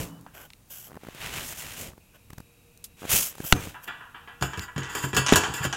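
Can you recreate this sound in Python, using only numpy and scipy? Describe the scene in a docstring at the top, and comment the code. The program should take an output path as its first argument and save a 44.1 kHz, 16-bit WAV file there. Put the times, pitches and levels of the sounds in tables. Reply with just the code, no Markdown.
"""A hand brushes a camera and a low ring dies away; then kittens stir on newspaper in a wire crate.
Creases tick and claws scuff; a finger swishes over the camera casing, the hand rubs and creaks on it,
and it knocks against a bar as it is pushed in. Then the crate rattles: loose wires strike, chatter and
ring the welded mesh, and the floor tray thumps. A quiet room with a faint whine lies underneath."""
import sys
import numpy as np
from scipy import signal
from scipy.fft import rfft, irfft
from scipy.io import wavfile
from scipy.ndimage import uniform_filter1d

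SR = 44100
rng = np.random.default_rng(int(sys.argv[2]) if len(sys.argv) > 2 else 0)


def put_to_file(sound):
    """Save the sound as 16-bit audio at rate SR, in the file named by the first command-line argument."""
    columns = np.atleast_2d(sound).T  # one column per channel
    safe = np.clip(columns, -1, 1)
    whole_steps = np.round(safe * 32767)
    wavfile.write(sys.argv[1], SR, whole_steps.astype(np.int16))


N = 254406
T = np.arange(N) / SR


def undb(db):
    """Decibels to gain."""
    return 10 ** (np.asarray(db) / 20)


def unit(x, span_s=None):
    """Scale to rms 1, over the first span_s or over all."""
    head = x if span_s is None else x[:int(span_s * SR)]
    return x / np.sqrt(np.mean(head ** 2) + 1e-18)


def add(out, time_s, x):
    """Mix x in from time_s."""
    i = max(int(time_s * SR), 0)
    out[i:i + len(x)] += x[:max(N - i, 0)]


def filt(x, hz, kind, order=2):
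    """Butterworth filter."""
    sos = signal.butter(order, np.clip(hz, 10, SR * .48), kind, fs=SR, output="sos")
    return signal.sosfilt(sos, x)


def noise(colour, size=N):
    """Noise of rms 1 with a spectrum of (frequency [Hz], level [dB]) points."""
    hz, db = np.transpose(colour)
    bins_hz = np.maximum(np.fft.rfftfreq(size, 1 / SR), 1)
    gain = undb(np.interp(np.log(bins_hz), np.log(hz), db))
    return unit(irfft(rfft(rng.standard_normal(size)) * gain, size))


def walk(rate_hz):
    """Random curve of spread 1, with rate_hz knots a second."""
    knots = rng.standard_normal(N // 20)
    return np.interp(T * rate_hz, np.arange(len(knots)), knots) * np.sqrt(3 / 2)


def stroke_gain(strokes, column):
    """Smoothed gain of a dB column over all strokes; silence between them."""
    gain = np.zeros(N)
    for rows in map(np.array, strokes):
        active = (T >= rows[0, 0]) & (T <= rows[-1, 0])
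        gain += undb(np.interp(T, rows[:, 0], rows[:, column])) * active
    return uniform_filter1d(gain, size=300)


def swells(events, column, slopes_db_per_s):
    """Gain of events that rise, sag while they hold, then fall; column picks their level."""
    rise, sag, fall = slopes_db_per_s
    gain = np.zeros(N)
    for row in events:
        t, hold_s = T - row[0], row[1]
        drop_db = rise * np.maximum(-t, 0) + sag * np.clip(t, 0, hold_s)
        drop_db += fall * np.maximum(t - hold_s, 0)
        gain += undb(row[column] - drop_db)
    return gain


def mode_bank(modes, t):
    """One decaying complex sine per (frequency [Hz], level [dB], t60 [s]) mode."""
    hz, db, t60_s = np.transpose(modes)[:, :, None]
    return undb(db - 60 * t / t60_s) * np.exp(2j * np.pi * hz * t)


def strike(bank, spread_db):
    """Each blow lands elsewhere and shares its energy differently among the modes."""
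    size, turn = rng.standard_normal((2, len(bank)))
    weights = undb(spread_db * size) * np.exp(2j * np.pi * turn)
    return np.einsum("m,mt->t", weights, bank).imag


def by_hardness(ends, hardness):
    """Interpolate between the (softest, hardest) contact's values."""
    return np.interp(hardness, [0, 1], ends)


# room noise spectrum: (frequency [Hz], level [dB])
ROOM_COLOUR = [(25, 7), (100, 6), (250, -4), (500, -12), (1000, -16), (1750, -19), (5000, -22), (7000, -20),
               (15000, -21.5)]
# electrical whine: (centre [Hz], width [Hz], level [dB])
WHINE_BANDS = [(473.6, 9.7, -70.5), (2570, 410, -69), (3840, 47, -77), (11600, 160, -77)]


def room(level_db=-56.5, whine_step_s=2.0, early_whine_db=-10):
    """Indoor rumble and hiss, with a thin electrical whine that steps up in level."""
    whine = np.zeros(N)
    for hz, width_hz, db in WHINE_BANDS:
        band_hz = [hz - width_hz / 2, hz + width_hz / 2]
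        whine += undb(db) * unit(filt(rng.standard_normal(N), band_hz, "band"))
    whine *= undb(early_whine_db * (T < whine_step_s))
    return noise(ROOM_COLOUR) * undb(level_db) + whine


# spectrum of the crate's low ring: (frequency [Hz], level [dB])
HUM_COLOUR = [(80, -22), (135, -2.5), (175, 1), (225, -15), (282, -1), (340, -17.5), (1200, -21),
              (2500, -41)]


def crate_hum(level_db=-36.5, t60_s=0.89):
    """The crate's rough low ring fades out after a bump."""
    return noise(HUM_COLOUR) * undb(level_db - 60 * T / t60_s)


def squeak(start_s=0.077, length_s=0.12, hz=2975, level_db=-61):
    """A thin, wavering squeak."""
    swell = np.sqrt(np.clip(1 - (2 * (T - start_s) / length_s - 1) ** 2, 0, 1))
    pitch_hz = hz * (1 + 0.0038 * walk(160))
    return undb(level_db) * swell * np.sin(2 * np.pi * np.cumsum(pitch_hz) / SR)


# hand slides on the camera, one curve per stroke: (time [s], friction [dB], hiss [dB])
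RUBS = [
    [(0.99, -69, -70), (1.01, -60, -66), (1.13, -53, -57.5), (1.24, -40, -45), (1.338, -40.5, -43.5),
     (1.378, -36, -37.5), (1.424, -39.5, -41), (1.48, -45.5, -36.5), (1.526, -42, -38.5), (1.545, -51, -54)],
    [(1.545, -53, -49), (1.589, -45, -37.5), (1.647, -44.5, -45), (1.761, -46.5, -45.5), (1.821, -44, -38),
     (1.891, -52, -51), (1.935, -77, -75)],
    [(2.97, -60, -61), (3.042, -51, -50.5), (3.084, -41.5, -45), (3.102, -35, -28), (3.13, -25, -17),
     (3.25, -44, -30), (3.344, -56.5, -57), (3.408, -54.5, -47.5), (3.43, -45, -46)],
]
# brief hand contacts: (time [s], hold [s], friction [dB], hiss [dB], rumble [dB])
BRUSHES = [(0, 0.007, -41, -37, -32), (1.805, 0.08, -66, -63, -44.5), (3.555, 0.13, -44.5, -44.5, -42)]
# spectrum of skin on casing: (frequency [Hz], level [dB])
RUB_COLOUR = [(50, -6), (108, -5.5), (362, -14), (646, -9.5), (1200, -10.5), (1910, -10), (3000, -10.5),
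              (4500, -17), (6870, -10.5), (9180, -14), (13500, -14), (16000, -17.5)]


def hand_rubs(split_hz=4500, rumble_hz=520, rumble_db=-4.5, fast_db=-24, rasp_db=-9):
    """Skin drags over the casing: fine friction grains above an uneven low judder."""
    drag = noise(RUB_COLOUR)
    grain = undb(2 * walk(350) + walk(35.74))
    mids = filt(filt(drag, rumble_hz, "high", order=3), split_hz, "low", order=5)
    friction = unit(mids * grain)
    hiss = unit(filt(drag, split_hz, "high", order=5) * grain)
    rumble = unit(filt(drag, rumble_hz, "low", order=3) * undb(1.5 * walk(70)))
    slopes_db_per_s = (390, 22, 220)
    pressure = stroke_gain(RUBS, 1) + swells(BRUSHES, 2, slopes_db_per_s)
    speed = stroke_gain(RUBS, 2) + swells(BRUSHES, 3, slopes_db_per_s)
    judder = undb(rumble_db) * stroke_gain(RUBS, 1) + swells(BRUSHES, 4, slopes_db_per_s)
    # a fast stroke is sharper and makes the casing rasp
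    sharpness = np.clip(speed / undb(fast_db), 0, 1) ** 2
    rasp = unit(filt(rng.standard_normal(N), [2300, 3200], "band") * grain)
    friction = (1 - sharpness / 3) * friction + (undb(rasp_db) + sharpness / 3) * rasp
    air = unit(filt(rng.standard_normal(N), 8600, "high") * grain)
    hiss = np.sqrt(1 - sharpness / 2) * hiss + np.sqrt(sharpness / 2) * air
    return friction * pressure + hiss * speed + rumble * judder


# runs of grip slips: (last slip [s], gap [s], count, last thud [dB], last grit [dB], push [s])
CREAKS = [(0.916, .009, 6, -54.5, -58, 0.00041), (0.966, 0.012, 4, -49, -58, 0.0011),
          (0.971, .02, 1, -51, -63, 0.00042), (1.085, 0.018, 4, -44.5, -53.5, 0.00082),
          (1.147, .02, 1, -53, -46, 0.0007), (1.933, 0.014, 5, -54, -68, 0.0021),
          (1.978, .02, 1, -56.5, -61, 0.0006), (2.331, 0.026, 2, -48, -48.5, 0.0021),
          (2.381, .02, 1, -45.5, -45, 0.0025), (2.402, .02, 1, -48, -51, 0.0014),
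          (3.051, .0107, 4, -41, -63, 0.00066), (3.381, 0.029, 2, -52, -46.5, 0.00033),
          (3.402, .02, 1, -38.5, -50, 0.0011), (3.447, 0.0069, 3, -43.5, -50, 0.0015),
          (3.671, 0.05, 1, -43, -63, 0.0011)]


def grip_creaks(grit_s=0.0021, growth_db=1, early_push_db=-5, jitter=.08, scatter_db=1.2):
    """The grip slips in growing, uneven runs; each slip pushes the casing in and out and spurts grit."""
    out, t = np.zeros(N), T[:SR // 25] - .004
    for last_s, gap_s, count, thud_db, grit_db, push_s in CREAKS:
        u = t / push_s
        push = unit(u / (1 + u ** 2) ** 2, 0.013)
        for before_last in range(round(count)):
            early = before_last > 0  # early slips mostly grind; only the last lets go fully
            body, grit = rng.standard_normal((2, len(t))) * np.exp(-abs(t) / grit_s)
            body = unit(filt(body, [350, 1450], "band"), 0.0097)
            grit = unit(filt(grit, 1800, "high", order=1), 0.0053)
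            thud = undb(5.5 + early_push_db * early) * push + undb(-2.5) * body
            slip = undb(thud_db) * thud + undb(grit_db) * grit
            shift, size = rng.standard_normal(2) * early
            time_s = last_s - (before_last + jitter * shift) * gap_s
            add(out, time_s - .002, undb(scatter_db * size - growth_db * before_last) * slip)
    return out


# finger slides on the casing: (time [s], hold [s], body [dB], hiss [dB])
SWISHES = [(.35, 0.11, -49, -50), (.712, 0.17, -55, -41.5), (2.15, 0.0099, -56, -61),
           (3.24, 0.06, -67, -36), (3.45, 0.072, -47.5, -33), (3.84, 0.0015, -53, -45),
           (3.875, 0.0057, -47, -50.5)]
# finger swish spectrum: (frequency [Hz], level [dB])
SWISH_COLOUR = [(300, -1.5), (600, 5.5), (1100, -0.5), (1600, -4), (2200, -3.5), (3100, 0.5), (4000, -20),
                (5900, -11), (8000, -9.5), (9400, -20.5), (10800, -6.5), (11900, -4), (13700, -6),
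                (16000, -12)]


def finger_swishes(split_hz=4200, grain_db=2, hollow_hz=1530, hollow_db=9):
    """A finger slides over the camera casing with a grainy, slightly hollow swish."""
    slide = noise(SWISH_COLOUR) * undb(grain_db * walk(500))
    slide += undb(hollow_db) * filt(slide, [hollow_hz - 70, hollow_hz + 70], "band", order=1)
    slopes_db_per_s = (960, 40, 780)
    body = unit(filt(slide, split_hz, "low", order=4)) * swells(SWISHES, 2, slopes_db_per_s)
    hiss = unit(filt(slide, split_hz, "high", order=4)) * swells(SWISHES, 3, slopes_db_per_s)
    return body + hiss


# crease snaps: (time [s], level [dB], pitch [Hz], decay [s])
CRINKLES = [(0.211, -49, 12000, 0.0014), (0.503, -41, 2560, 0.0025), (.534, -37.5, 3430, 0.0015),
            (.801, -39, 11800, 0.0017), (2.775, -42.5, 10000, 0.0011), (2.841, -33, 10600, 0.0098),
            (3.843, -37.5, 11300, 0.0017), (4.594, -26.5, 4700, 0.0016)]


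def paper_crinkles():
    """Creases in the newspaper snap with short ticks."""
    out, t = np.zeros(N), T[:SR // 8]
    for time_s, db, hz, decay_s in CRINKLES:
        snap = unit(filt(rng.standard_normal(len(t)), [hz / 2, hz * 1.17], "band", order=1))
        add(out, time_s, undb(db) * filt(snap, 510, "high") * np.exp(-t / decay_s))
    return out


# claws on paper: (time [s], level [dB], decay [s])
SCUFFS = [(4.533, -47, 0.023), (4.831, -41.5, 0.039), (5.263, -25, .022), (5.284, -24, 0.049),
          (5.436, -32, 0.02), (5.727, -29.5, .028)]
# scuff spectrum: (frequency [Hz], level [dB])
SCUFF_COLOUR = [(1200, -15), (2600, 0.5), (3600, -1.5), (4200, -6), (5200, -4.5), (5800, -1), (6450, 2),
                (9500, -14), (15000, -33)]


def claw_scuffs(grain_db=3):
    """A claw catches the paper and drags: a sudden crackle that fades."""
    out, t = np.zeros(N), T[:SR // 4]
    for time_s, db, decay_s in SCUFFS:
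        crackle = noise(SCUFF_COLOUR, size=len(t)) * undb(grain_db * walk(707)[:len(t)])
        add(out, time_s, undb(db) * unit(crackle) * np.exp(-t / decay_s))
    return out


# camera hits a bar: (time [s], level [dB], final pitch [Hz], decay [s], crack re tone [dB])
KNOCKS = [(0.2643, -31, 470, 0.0021, -19), (3.5245, 15, 1188, 0.00097, -1.5),
          (3.5268, -9, 145, 0.0039, -10.5), (3.5357, -18.5, 1380, 0.00067, 3),
          (4.425, -12.5, 477, 0.0013, -7), (4.78, -20.5, 229, 0.0018, -12),
          (5.3236, 14.5, 188, 0.0017, -39), (5.336, -12.5, 2070, 0.00075, 9),
          (5.652, -20.5, 266, .002, -14)]


def camera_knocks(stiffening=1.67):
    """Blows on the camera body reach the microphone directly: a crack and a few dead cycles."""
    out, t = np.zeros(N), T[:SR // 20]
    for time_s, db, hz, decay_s, crack_db in KNOCKS:
        fade = np.exp(-t / decay_s)
        crack = unit(filt(rng.standard_normal(len(t)), 3700, "low"))
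        pitch_hz = hz * (1 + stiffening * fade)  # the contact softens as it lets go
        tone = np.sin(2 * np.pi * np.cumsum(pitch_hz) / SR)
        add(out, time_s, undb(db) * fade * (tone + undb(crack_db) * crack))
    return out


# bar resonances: (frequency [Hz], level [dB], t60 [s])
BAR_MODES = [(300, 1.5, 0.22), (738, -5, .07), (1250, -11.5, 0.069), (2410, -9, 0.054), (5640, -16.5, 0.12),
             (6320, -13, .14)]


def bar_ring(time_s=3.525, level_db=-34.5, chatter_s=0.052):
    """The bar that takes the hardest knock chatters in its seat and rings roughly."""
    out, t = np.zeros(N), T[:SR]
    bounces = rng.standard_normal(len(t)) ** 3 * np.exp(-t / chatter_s)
    tones = mode_bank(BAR_MODES, t).imag.sum(0)
    ring = signal.fftconvolve(tones, bounces)[:len(t)]
    add(out, time_s, undb(level_db) * unit(ring, 0.053))
    return out


# bumps on the tray: (time [s], slap [dB], cutoff [Hz], boom [dB])
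THUMPS = [(3.53, -30.5, 200, -39), (3.553, -37.5, 600, -42.5), (4.413, -30.5, 121, -36),
          (4.574, -35, 125, -47), (4.761, -34.5, 176, -36), (4.78, -36.5, 420, -27), (5.036, -35, 560, -28),
          (5.132, -35, 330, -47), (5.179, -34.5, 214, -24), (5.326, -23, 690, -44),
          (5.483, -35.5, 197, -43), (5.6, -36.5, 129, -52), (5.648, -35.5, 407, -27)]
# tray resonances: (frequency [Hz], level [dB])
TRAY_MODES = [(65.4, -3.5), (91.6, -2.5), (134.7, -2.5), (184, -2), (239, -9.5), (291.4, -2.5), (337.5, -5),
              (382, -3.5), (422, -2), (465.6, -3)]


def floor_tray(t60_s=0.4, flap_db=-3, flap_s=0.031, shake_db=(-27.5, -8.5), shake_hz=600, drag_db=-13,
               boom_hz=133.1, boom_rise_s=0.01, boom_t60_s=0.24):
    """The tray slaps and booms like a drum skin when bumped, and trembles when wires strike or drag."""
    out, t = np.zeros(N), T[:SR // 2]
    bank = mode_bank([(hz, db, t60_s) for hz, db in TRAY_MODES], t)
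    shakes = [(time_s, db + by_hardness(shake_db, hardness), shake_hz)
              for time_s, db, hardness, _ in RATTLES]
    for time_s, db, cutoff_hz, *_ in THUMPS + shakes:
        ring = unit(strike(bank, spread_db=2.5) * (undb(-8) + np.exp(-t / 0.03)), 0.052)
        flap = unit(filt(rng.standard_normal(len(t)), [75, 520], "band") * np.exp(-t / flap_s), 0.026)
        slap = filt(filt(ring + undb(flap_db) * flap, cutoff_hz, "low"), 56, "high", order=3)
        add(out, time_s, undb(db) * unit(slap, 0.063))
    boom = mode_bank([(boom_hz, 0, boom_t60_s)], t)[0].imag * (1 - np.exp(-t / boom_rise_s))
    for time_s, _, _, boom_db in THUMPS:
        add(out, time_s, undb(boom_db) * boom / boom.max())
    tremble = unit(signal.fftconvolve(rng.standard_normal(N), bank.imag.sum(0))[:N])
    return out + undb(drag_db) * tremble * swells(SCRAPES, 2, SCRAPE_SLOPES_DB_PER_S)


# clear wire resonances: (frequency [Hz], level [dB])
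WIRE_MODES = [(675, -9), (974, -4), (994, -2), (1111, -9), (1256, -6), (1418, -1), (1497, -5), (1550, -5),
              (1642, 0), (1686, -1), (1949, -3), (2305, -8), (2410, -11), (2675, -5), (3110, -10),
              (3400, -11), (4555, -11), (4834, -11), (5090, -11), (5599, -14), (6794, -3), (6942, -7),
              (7400, -9), (9520, -16), (10730, -14), (14250, -11)]
# spectrum of the weaker mesh modes: (frequency [Hz], level [dB])
MESH_COLOUR = [(550, -5), (974, 4), (1120, 0.5), (1680, 4), (2150, -13), (2900, -1.5), (3400, -5),
               (4000, -17), (5000, -9), (6050, -18.5), (7000, -1), (8800, -18), (10600, -13.5),
               (12000, -31), (13300, -17), (14200, -5.5), (15300, -35)]
MESH_SPLIT_HZ = 3900


def mesh_response(wire_t60_s=0.39, dull_t60_s=0.66, bright_t60_s=0.19, detune=.003):
    """The welded mesh answers one contact: clear modes, detuned by the load, in a crowd of weaker ones."""
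    t = T[:SR // 2]
    crowd = noise(MESH_COLOUR, size=len(t))
    dull = filt(crowd, MESH_SPLIT_HZ, "low", order=1)
    crowd = dull * undb(-60 * t / dull_t60_s) + (crowd - dull) * undb(-60 * t / bright_t60_s)
    bank = mode_bank([(hz, db, wire_t60_s) for hz, db in WIRE_MODES], t)
    pitch_ratio = 1 + detune * rng.standard_normal()
    tones = np.interp(t * pitch_ratio, t, strike(bank, spread_db=2))
    damping = undb(-7.5) + np.exp(-t / 0.016)  # touching neighbours soak up the early ring
    return (unit(tones, 0.014) + unit(crowd, 0.05)) * damping


# wire drags over wire: (time [s], hold [s], ring [dB], bright ring [dB])
SCRAPES = [(4.42, 0.048, -46.5, -42), (4.58, 0.055, -45.5, -51), (4.82, 0.065, -34, -62),
           (4.9, 0.054, -40, -42.5), (4.97, 0.069, -35.5, -37.5), (5.541, 0.012, -40.5, -37.5),
           (5.58, 0.05, -36, -49)]
SCRAPE_SLOPES_DB_PER_S = (2000, 14, 190)  # rise, sag, fall


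def wire_scrapes():
    """A dragged wire catches and lets go unevenly: a stream of tiny strikes on the mesh."""
    catches = rng.standard_normal(N) ** 3 * undb(4 * walk(60))
    drag = signal.fftconvolve(catches, mesh_response())[:N]
    low = unit(filt(drag, [900, MESH_SPLIT_HZ], "band", order=3))
    high = unit(filt(drag, 5440, "high", order=3))
    return (low * swells(SCRAPES, 2, SCRAPE_SLOPES_DB_PER_S)
            + high * swells(SCRAPES, 3, SCRAPE_SLOPES_DB_PER_S))


# loose wires collide: (time [s], ring [dB], hardness [0-1], chatter [s])
RATTLES = [(0.264, -54, 0.1, 0.0033), (3.525, -40, 0.7, 0.0045), (3.564, -39, 0.1, 0.018),
           (3.744, -42, 0, 0.027), (3.877, -35.5, 0.56, 0.041), (4.008, -43, 0, 0.05),
           (4.145, -41.5, 0.35, 0.037), (4.275, -43.5, 0.48, 0.048), (4.411, -41.5, 0.94, 0.014),
           (4.424, -28.5, 0.92, 0.0076), (4.533, -34.5, 0.56, .012), (4.574, -39.5, 0.89, 0.005),
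           (4.681, -40, 0, 0.026), (4.761, -36.5, 0.74, 0.0063), (4.779, -35.5, 0.88, 0.021),
           (4.951, -31, 0.95, 0.004), (5.039, -34, 0.72, 0.0023), (5.131, -30.5, 0.75, 0.015),
           (5.147, -31.5, 0.96, 0.0059), (5.166, -20.5, 0.95, 0.015), (5.263, -27.5, 0.4, 0.0063),
           (5.283, -25.5, 0.44, 0.044), (5.323, -20.5, 0.89, 0.025), (5.358, -18.5, 1, 0.0067),
           (5.435, -26.5, 0.6, 0.026), (5.539, -35, 0.99, 0.003), (5.616, -37, 0.64, 0.0027),
           (5.641, -35, 0.99, 0.009), (5.651, -29, 0.88, 0.0053), (5.727, -28.5, 0.52, 0.02)]


def wire_rattles(brightness_db=(-49, 1.5), contact_hz=(1830, 14600), crack_db=-8):
    """A wire strikes, chatters and sets the mesh ringing; a harder contact rings brighter."""
    out, t = np.zeros(N), T[:SR // 2]
    for time_s, ring_db, hardness, chatter_s in RATTLES:
        bright_db = ring_db + by_hardness(brightness_db, hardness)
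        cutoff_hz = np.exp(by_hardness(np.log(contact_hz), hardness))
        bounces = rng.standard_normal(len(t)) ** 3 * np.exp(-t / chatter_s)
        contact = 0.011 * bounces + (t == 0)
        ring = filt(signal.fftconvolve(mesh_response(), contact)[:len(t)], cutoff_hz, "low")
        # a light tap stirs only the short, high wires
        lowest_hz = np.interp(ring_db, [-40, -25], [950, 400])
        low = unit(filt(filt(ring, lowest_hz, "high"), MESH_SPLIT_HZ, "low", order=6), 0.0097)
        crack = filt(filt(bounces, 1400, "high", order=1), cutoff_hz, "low")
        high = unit(filt(ring, MESH_SPLIT_HZ, "high", order=4), 0.018)
        high += undb(crack_db) * unit(crack, 0.028)
        add(out, time_s, undb(ring_db) * low + undb(bright_db) * unit(high, 0.0087))
    return out


def scene():
    """All sources at one microphone."""
    rustling = hand_rubs() + finger_swishes() + paper_crinkles() + claw_scuffs()
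    creaking = grip_creaks() + squeak()
    crate = wire_rattles() + wire_scrapes() + floor_tray() + crate_hum()
    return (rustling + creaking + crate + camera_knocks() + bar_ring() + room())[None]


def record(dry):
    """The microphone loses the deepest bass, overloads on the hardest knocks and cuts the top."""
    bass_hz, top_hz, ceiling = 35, 15800, .62
    clipped = np.clip(filt(dry, bass_hz, "high", order=1), -ceiling, ceiling)
    return signal.sosfilt(signal.ellip(10, .2, 80, top_hz, fs=SR, output="sos"), clipped)


dry = scene()
out = record(dry)
put_to_file(out)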